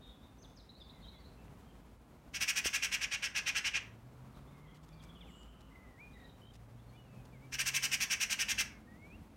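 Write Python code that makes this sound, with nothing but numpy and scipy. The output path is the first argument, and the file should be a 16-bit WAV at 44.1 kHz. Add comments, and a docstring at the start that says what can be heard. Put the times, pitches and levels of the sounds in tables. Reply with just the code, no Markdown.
'''A magpie scolds a cat

A magpie on a garden fence gives two harsh rattles, heard from an upstairs window. Each clack is
a rasp of uneven pulses through a beak that snaps open; fence, sheds and houses throw it back.
Small birds twitter and a songbird whistles far off, over the hum of traffic where one engine
speeds up. Now and then there is a faint rustle or a soft knock.'''
import sys
import numpy as np
from scipy import signal
from scipy.fft import rfft, irfft, next_fast_len
from scipy.io import wavfile

SR = 44100
rng = np.random.default_rng(int(sys.argv[2]) if len(sys.argv) > 2 else 0)


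def wav_out(sig):
    """Save sig, one row per channel (or a flat mono array), as 16-bit PCM at SR to the path in sys.argv[1]."""
    wavfile.write(sys.argv[1], SR, np.round(np.clip(np.atleast_2d(sig).T, -1, 1) * 32767).astype(np.int16))


N = 412794
TIME = np.arange(N) / SR


def amp(db):
    """Turns decibels into a number to multiply by."""
    return 10 ** (np.asarray(db) / 20)


def unit(x):
    """Scales a sound to an average power of 1."""
    return x / np.sqrt(np.mean(x ** 2) + 1e-20)


def read(points, hz):
    """Looks up a value between a table's rows, on a log scale of frequency."""
    row_hz, value = np.transpose(points)
    return np.interp(np.log(hz + 1), np.log(row_hz + 1), value)


def add(mix, start, sound):
    """Mixes a sound in at a start time in seconds."""
    part = mix[max(round(start * SR), 0):][:len(sound)]
    part += sound[:len(part)]


def wander(count, hz):
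    """A smooth random drift, mostly slower than hz."""
    size = next_fast_len(count + SR // 8)
    rolloff = 1 + (np.fft.rfftfreq(size, 1 / SR) / hz) ** 4
    return unit(irfft(rfft(rng.standard_normal(size)) / rolloff, size))[:count]


def colour(x, points, size=4096):
    """Shapes a sound's bass and treble to follow a table, with no ringing ahead of the sound."""
    log_gain = np.log(amp(read(points, abs(np.fft.fftfreq(size, 1 / SR)))))
    taps = np.fft.ifft(np.exp(signal.hilbert(log_gain).conj())).real[:size // 2]
    return signal.oaconvolve(x, taps / np.linalg.norm(taps))[:len(x)]


def plateau(t, span, attack, release):
    """A smooth hump that rises at -span, falls at +span and is at most 4 high."""
    return (1 + np.tanh((t + span) / attack)) * (1 + np.tanh((span - t) / release))


def garden(x, linger=1, build_s=0.022, drift_hz=1.3):
    """Houses and shrubs scatter sound into a soft tail whose treble dies first."""
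    # Each row: frequency in Hz, seconds to fade by 60 dB when linger is 1.
    fade_times = [(300, 1), (1500, 0.45), (2600, 0.31), (6000, 0.27), (12000, 0.2)]
    hz, t, noise = signal.stft(rng.standard_normal((2, 2 * SR // 3)), SR, nperseg=256)
    decay = amp(-60 * t / (linger * read(fade_times, hz)[:, None]))
    tails = signal.istft(noise * decay * (1 - np.exp(-t / build_s)), SR, nperseg=256)[1]
    angle = 2 * np.pi * drift_hz * TIME  # the paths keep shifting
    shares = np.cos(angle), np.sin(angle)
    return sum(signal.oaconvolve(x * share, tail / np.linalg.norm(tail))[:N]
               for share, tail in zip(shares, tails))


def traffic(wash_db=-57.67, slow_db=0.8, flicker_db=1.0, fade_s=0.04):
    """Far roads and air make a wide wash of noise; vehicles add drones and tyre roar."""
    # The tone of the wash. Each row: frequency in Hz, relative level in dB.
    wash_tone = [(15, -42), (25, -27), (53, 1), (82, -7), (126, -6.5), (156, -7), (274, -10), (331, -17.5),
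                 (368, -16), (970, -21.5), (1570, -28), (1850, -30.5), (2170, -31), (4750, -39.5),
                 (15500, -45.5)]
    # Far vehicles. Each row: start and end in seconds, centre and width in Hz, level in dB.
    drones = [(0, 9.36, 54.5, 16, -70.5), (0, 0.28, 250, 67, -66), (4.1, 5.9, 1140, 510, -72),
              (5.15, 5.9, 55.3, 3.7, -60.5), (7.8, 9.36, 218, 43, -63.5), (8.5, 9.7, 295, 62, -67.5),
              (8.5, 11, 88, 24, -65)]
    swell_db = slow_db * wander(N, 2.4) + flicker_db * wander(N, 18.0)
    size = next_fast_len(N)
    hz = np.fft.rfftfreq(size, 1 / SR)
    wash = rfft(rng.standard_normal(size)) * amp(read(wash_tone, hz))
    out = amp(wash_db + swell_db) * unit(irfft(wash, size)[:N])
    for start, end, centre, width, db in drones:
        band = np.exp(-2 * ((hz - centre) / width) ** 2 + 2j * np.pi * rng.random(len(hz)))
        presence = plateau(TIME - (start + end) / 2, (end - start) / 2, fade_s, fade_s) / 4
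        out += amp(db) * presence * unit(irfft(band, size)[:N])
    return out


def engine(waver=0.00963, fading_db=2, octave_db=-17):
    """A far engine climbs through two gears; little but its firing tone carries this far."""
    # Each row: start and end in seconds, first firing rate in Hz, climb in Hz a second, level in dB.
    gears = [(3.7, 5.357, 104.1, 45, -59.5), (6.45, 8.04, 111, 18.5, -57.5)]
    out = np.zeros(N)
    for start, end, first_hz, climb, db in gears:
        hz = first_hz + climb * (TIME - start)
        phase = 2 * np.pi * np.cumsum(hz * (1 + waver * wander(N, 12.5))) / SR
        tone = unit(np.sin(phase) + amp(octave_db) * np.sin(2 * phase))
        throttle = plateau(TIME - (start + end) / 2, (end - start) / 2, attack=0.17, release=0.055) / 4
        out += throttle * amp(db + fading_db * wander(N, 6.8)) * tone
    return out


def rustles():
    """Faint dry rustles and ticks: short bursts of crackly noise."""
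    # Each row: start and length in seconds, level in dB.
    scuffs = [(4.74, 0.04, -70), (4.827, 0.027, -70), (4.88, .014, -68), (5.015, .043, -66.5),
              (5.428, 0.0097, -68), (5.605, 0.016, -68), (6.531, 0.04, -67), (7.25, 0.011, -67.5)]
    # Their tone. Each row: frequency in Hz, relative level in dB.
    scuff_tone = [(1000, -8), (3500, -4), (6500, -7), (10000, -15), (16000, -23)]
    out = np.zeros(N)
    for start, length, db in scuffs:
        count = int(length * SR)
        grains = rng.standard_normal(count) * np.exp(0.36 * wander(count, 250))
        add(out, start, amp(db) * unit(grains * signal.windows.tukey(count, .5)))
    return colour(out, scuff_tone)


def knocks(wobble_hz=65, decay_s=.018):
    """Soft, quick knocks, each followed by a short low wobble."""
    # Each row: time in seconds, pitch in Hz, half length in seconds, knock and wobble gains in dB.
    bumps = [(1.482, 1700, 0.00022, -47.5, -65.5), (2.659, 400, 0.00098, -29, -43)]
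    out = np.zeros(N)
    t = np.arange(-SR // 20, SR // 10) / SR
    after = np.maximum(t, 0)
    wobble = np.exp(-after / decay_s) * np.sin(2 * np.pi * wobble_hz * after)
    for when, hz, width, db, wobble_db in bumps:
        knock = np.exp(-(t / width) ** 2) * np.sin(2 * np.pi * hz * t)
        add(out, when + t[0], amp(db) * knock + amp(wobble_db) * wobble)
    return out


def note(hz, flutter, flutter_hz, shimmer, burr, taper=0.44):
    """A bird's note: flutter shakes its pitch, shimmer its loudness, and burr makes it husky."""
    count = len(hz)
    turns = np.cumsum(hz * (1 + flutter * wander(count, flutter_hz))) / SR
    swell = signal.windows.tukey(count, taper) * np.exp(shimmer * wander(count, 49))
    grain = 1 + burr * wander(count, 420)
    return unit(swell * grain * np.sin(2 * np.pi * turns))


def chirp(length, start_hz, end_hz, bend=1.8):
    """A quick slide that moves fast at first and settles on its last pitch."""
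    hz = end_hz + (start_hz - end_hz) * np.linspace(1, 0, int(length * SR)) ** bend
    return note(hz, flutter=0.026, flutter_hz=200, shimmer=0.48, burr=0.28)


def twitter(gain_db=0.6, echo_db=-4.5, faint_s=0.047, spread=.15, slide=0.082, per_bout=5):
    """Small birds chirp and hold husky notes, blurred by distance."""
    # Each row: start and length in seconds, first and last pitch in Hz, relative level in dB.
    chirps = [(0.378, 0.075, 5950, 6250, -71.5), (0.423, 0.042, 5730, 3200, -66),
              (0.55, 0.048, 7200, 5230, -74), (0.563, .052, 5830, 3780, -66.5),
              (.688, 0.029, 3830, 4080, -61.5), (.74, .06, 3690, 4460, -70), (0.793, 0.04, 4160, 3430, -60),
              (0.798, .034, 5300, 4830, -73), (0.892, 0.024, 3810, 4020, -61.5),
              (1.023, 0.038, 3600, 3880, -64), (1.038, 0.03, 3150, 3220, -67),
              (1.066, 0.036, 3750, 4010, -60.5), (1.237, .036, 3990, 4100, -68.5),
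              (4.925, 0.026, 4900, 4430, -73), (4.993, 0.029, 3980, 3120, -69),
              (5.087, 0.03, 3650, 3200, -66), (5.14, 0.042, 3710, 2920, -67.5),
              (5.204, .046, 3660, 2840, -63), (6.128, 0.034, 3780, 3770, -72),
              (6.199, 0.022, 3790, 3820, -72), (6.235, 0.03, 4010, 3840, -67),
              (6.29, 0.019, 3960, 3700, -71)]
    # Spells of faint random chirps.
    # Each row: start and end in seconds, middle pitch in Hz, relative level in dB.
    bouts = [(0.703, 1.302, 4460, -75), (4.305, 5.502, 3740, -79), (6.203, 6.95, 3600, -80)]
    # Each row: start and length in seconds, pitch in Hz, flutter as a share of it, relative level in dB.
    husky_notes = [(0, 0.13, 3697, .009, -66), (0.015, 0.16, 3430, .008, -72.5),
                   (0.205, .084, 3640, .02, -73), (1.13, .066, 3450, .006, -72),
                   (1.37, 0.055, 2680, 0.016, -75.5), (1.646, 0.1, 3150, 0.017, -79),
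                   (4.34, .062, 3790, .07, -78), (4.657, .074, 3240, .03, -75.5),
                   (5.247, 0.29, 3020, .028, -74), (5.257, 0.21, 7360, 0.047, -78),
                   (5.468, 0.28, 2960, .03, -77)]
    out = np.zeros(N)
    for start, length, start_hz, end_hz, db in chirps:
        add(out, start, amp(db) * chirp(length, start_hz, end_hz))
    for start, end, hz, db in bouts:
        for when, pitch, slope in rng.random((per_bout, 3)):
            start_hz = hz * (1 + spread * (2 * pitch - 1))
            end_hz = start_hz * (1 + slide * (2 * slope - 1))
            add(out, start + when * (end - start), amp(db) * chirp(faint_s, start_hz, end_hz))
    for start, length, hz, flutter, db in husky_notes:
        held_hz = np.full(int(length * SR), hz)
        add(out, start, amp(db) * note(held_hz, flutter, flutter_hz=200, shimmer=0.18, burr=.35))
    return amp(gain_db) * (out + amp(echo_db) * garden(out, linger=1.6))


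def trill(sweep_hz=130, db=-68):
    """A run of tiny pips, each sliding down, on a slowly rising pitch."""
    # In order: start and length in seconds, first and last pitch in Hz, pips a second.
    pip_run = (6.412, .1, 3000, 3180, 57)
    start, length, start_hz, end_hz, rate = pip_run
    t = np.arange(int(length * SR)) / SR
    cycle = (rate * t) % 1
    hz = start_hz + (end_hz - start_hz) * t / length + sweep_hz * (1 - 2 * cycle)
    pips = np.sin(np.pi * cycle) ** 2 * np.sin(2 * np.pi * np.cumsum(hz) / SR)
    out = np.zeros(N)
    add(out, start, amp(db) * unit(pips))
    return out


def whistler(gain_db=0.5, echo_db=-16, droop=0.068):
    """A far songbird sings a trill, low warbles that droop at the end, and pure whistles."""
    # Each row: start and length in seconds, pitch in Hz, relative level in dB.
    warbles = [(0.912, .13, 2090, -77.5), (1.123, .12, 2100, -76.5), (4.473, 0.37, 2090, -75),
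               (4.873, 0.29, 2340, -76.5), (5.683, 0.26, 2030, -68.5), (6.127, 0.17, 1930, -67.5)]
    # Each row is one whistle. Each point in it: time in seconds, pitch in Hz, relative level in dB.
    whistles = [
        [(5.18, 3080, -73), (5.24, 1980, -70)],
        [(5.265, 2740, -69), (5.311, 1900, -70)],
        [(5.29, 2890, -72), (5.46, 2920, -67)],
        [(5.93, 2004, -69), (5.97, 1840, -73), (6.01, 2365, -57.5), (6.035, 2435, -59.5), (6.078, 2445, -59),
         (6.1, 2364, -70)],
        [(6.925, 2250, -75), (6.969, 2450, -67)],
        [(6.955, 2970, -65), (7.05, 2900, -78), (7.09, 2660, -80), (7.2, 2530, -74), (7.28, 2400, -90)],
        [(7.32, 2480, -66), (7.36, 2160, -69), (7.39, 2030, -80), (7.44, 2300, -67), (7.485, 2350, -73)],
        [(8.68, 2270, -66), (8.79, 2140, -68)],
        [(8.86, 1815, -65), (8.96, 1957, -70), (8.985, 2100, -74), (9.05, 2230, -59.5), (9.083, 2370, -75),
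         (9.115, 2440, -62), (9.175, 2940, -60)],
    ]
    out = trill()
    for start, length, hz, db in warbles:
        sag = np.linspace(0, 1, int(length * SR)) ** 2
        drooping_hz = hz * (1 - droop * (sag - sag.mean()))
        tone = note(drooping_hz, flutter=0.028, flutter_hz=70, shimmer=0.27, burr=0.23)
        add(out, start, amp(db) * tone)
    for points in whistles:
        times, hz, db = np.transpose(points)
        t = np.arange(times[0], times[-1], 1 / SR)
        tone = note(np.interp(t, times, hz), flutter=.003, flutter_hz=60, shimmer=.18, burr=.06, taper=.2)
        add(out, times[0], amp(np.interp(t, times, db)) * tone)
    return amp(gain_db) * (out + amp(echo_db) * garden(out, linger=2.5))


def reflections(x, fence_db=-7):
    """Adds sharp echoes from fence, ground, sheds and walls, keeping the overall level."""
    # The fence echo comes later as the bird hops along. 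Each row: time and delay, both in seconds.
    fence_delays = [(2.3, .00365), (3.9, .00365), (7.5, .00379), (8.7, .00379)]
    # Ground, sheds and walls. Each row: delay in seconds, level in dB against the direct sound.
    echoes = [(.0013, -25), (.0057, -27), (.0082, -11), (0.013, -12), (.021, -23.5), (.034, -26.5),
              (.047, -29)]
    lag = np.round(np.interp(TIME, *np.transpose(fence_delays)) * SR).astype(int)
    out = x + amp(fence_db) * x[np.maximum(np.arange(N) - lag, 0)]
    for delay, db in echoes:
        add(out, delay, amp(db) * x)
    return out * x.std() / out.std()


def rasp(count, pulse_hz=265, spread=.14, jitter=.25, slap_db=-13.5, shudder=0.087):
    """The bird's voice box slaps at an uneven rate; each slap lets out a puff of rushing air."""
    hz = pulse_hz * np.exp(spread * rng.standard_normal() + jitter * wander(count, 200))
    turns = np.cumsum(hz) / SR + rng.random()
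    slaps = np.diff(np.floor(turns), prepend=np.floor(turns[0]))  # one click a turn
    puffs = np.exp(-(turns % 1)) * rng.standard_normal(count)
    pressure = np.exp(shudder * wander(count, 110))
    return pressure * (amp(slap_db) * unit(slaps) + unit(puffs))


def magpie(low_db=-1.5, high_db=3.0, clack_s=0.031, pace_s=0.08, split_hz=3850, beam_hz=6800):
    """Each clack is a rasp that swells and stops; the treble gets out only while the beak is widest."""
    # Each row: middle of a clack in seconds, effort in dB.
    clacks = [(2.362, -42.5), (2.428, -36), (2.5, -35.5), (2.582, -36), (2.668, -35.5), (2.756, -36),
              (2.847, -36), (2.942, -35.5), (3.036, -37.5), (3.14, -36.5), (3.251, -36.5), (3.378, -35.5),
              (3.487, -35.5), (3.576, -35), (3.67, -34), (3.764, -35.5), (7.546, -44), (7.609, -37),
              (7.682, -36.5), (7.764, -36), (7.849, -36), (7.94, -36), (8.029, -36), (8.127, -36),
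              (8.228, -36), (8.323, -36.5), (8.415, -36.5), (8.51, -36), (8.606, -35)]
    # The head turns away during the first rattle and faces the house for the second.
    # Each row: time in seconds, treble change in dB at beam_hz.
    facing = [(2.36, -4.5), (2.48, -2.5), (2.78, -3.5), (3.1, -7.5), (3.6, -7), (3.77, -12), (7.55, -2.5),
              (7.7, -1.1), (8.5, -2.4)]
    # The tone of throat and beak. Each row: frequency in Hz, relative level in dB.
    throat = [(300, -31.5), (700, -22), (1150, -15.5), (1400, -12), (1650, -4), (1900, -5.5), (2600, 2.5),
              (3250, -6.5), (3600, -12), (4500, -12), (5800, -3), (7200, -14), (9000, -13.5),
              (10400, -23.5), (11900, -16), (13600, -26), (15500, -24)]
    low, high = np.zeros(N), np.zeros(N)
    t = np.arange(-SR // 20, SR // 20) / SR
    hz = np.fft.rfftfreq(len(t), 1 / SR)
    times = np.transpose(clacks)[0]
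    for middle, effort_db in clacks:
        spacing = np.sort(abs(times - middle))[1]  # to the nearest other clack
        length = clack_s * (spacing / pace_s) ** 0.41  # a slower rattle draws each clack out
        voice = rasp(len(t))
        push = plateau(t + 0.0021, 0.73 * length, attack=.0035, release=.007)
        opening = plateau(t + 0.0038, 0.47 * length, attack=0.0085, release=0.0031)
        add(low, middle + t[0], amp(effort_db + low_db) * unit(voice * push))
        # The beak aims the treble: as the head turns away, the highest part is lost first.
        turn_db = np.interp(middle, *np.transpose(facing)) * hz / beam_hz
        beamed = irfft(rfft(unit(voice * opening)) * amp(turn_db), len(t))
        add(high, middle + t[0], amp(effort_db + high_db) * beamed)
    keep_low = signal.butter(2, split_hz, fs=SR, output="sos")
    keep_high = signal.butter(2, split_hz, "high", fs=SR, output="sos")
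    chest = signal.sosfilt(np.tile(keep_low, (2, 1)), low)  # each filter runs twice
    beak = signal.sosfilt(np.tile(keep_high, (2, 1)), high)
    return colour(chest + beak, throat)


def scene(echo_db=-13):
    """The nearby magpie and its echoes over the quiet background, in one channel."""
    call = magpie()
    near = reflections(call) + amp(echo_db) * garden(call)
    return (near + twitter() + whistler() + rustles() + engine() + traffic() + knocks())[None]


def record(dry, edge_hz=15950):
    """Cuts off the very highest treble."""
    taps = signal.firwin(511, edge_hz, window=("kaiser", 9), fs=SR)
    return signal.oaconvolve(dry, taps[None], "same")


dry = scene()
out = record(dry)
wav_out(out)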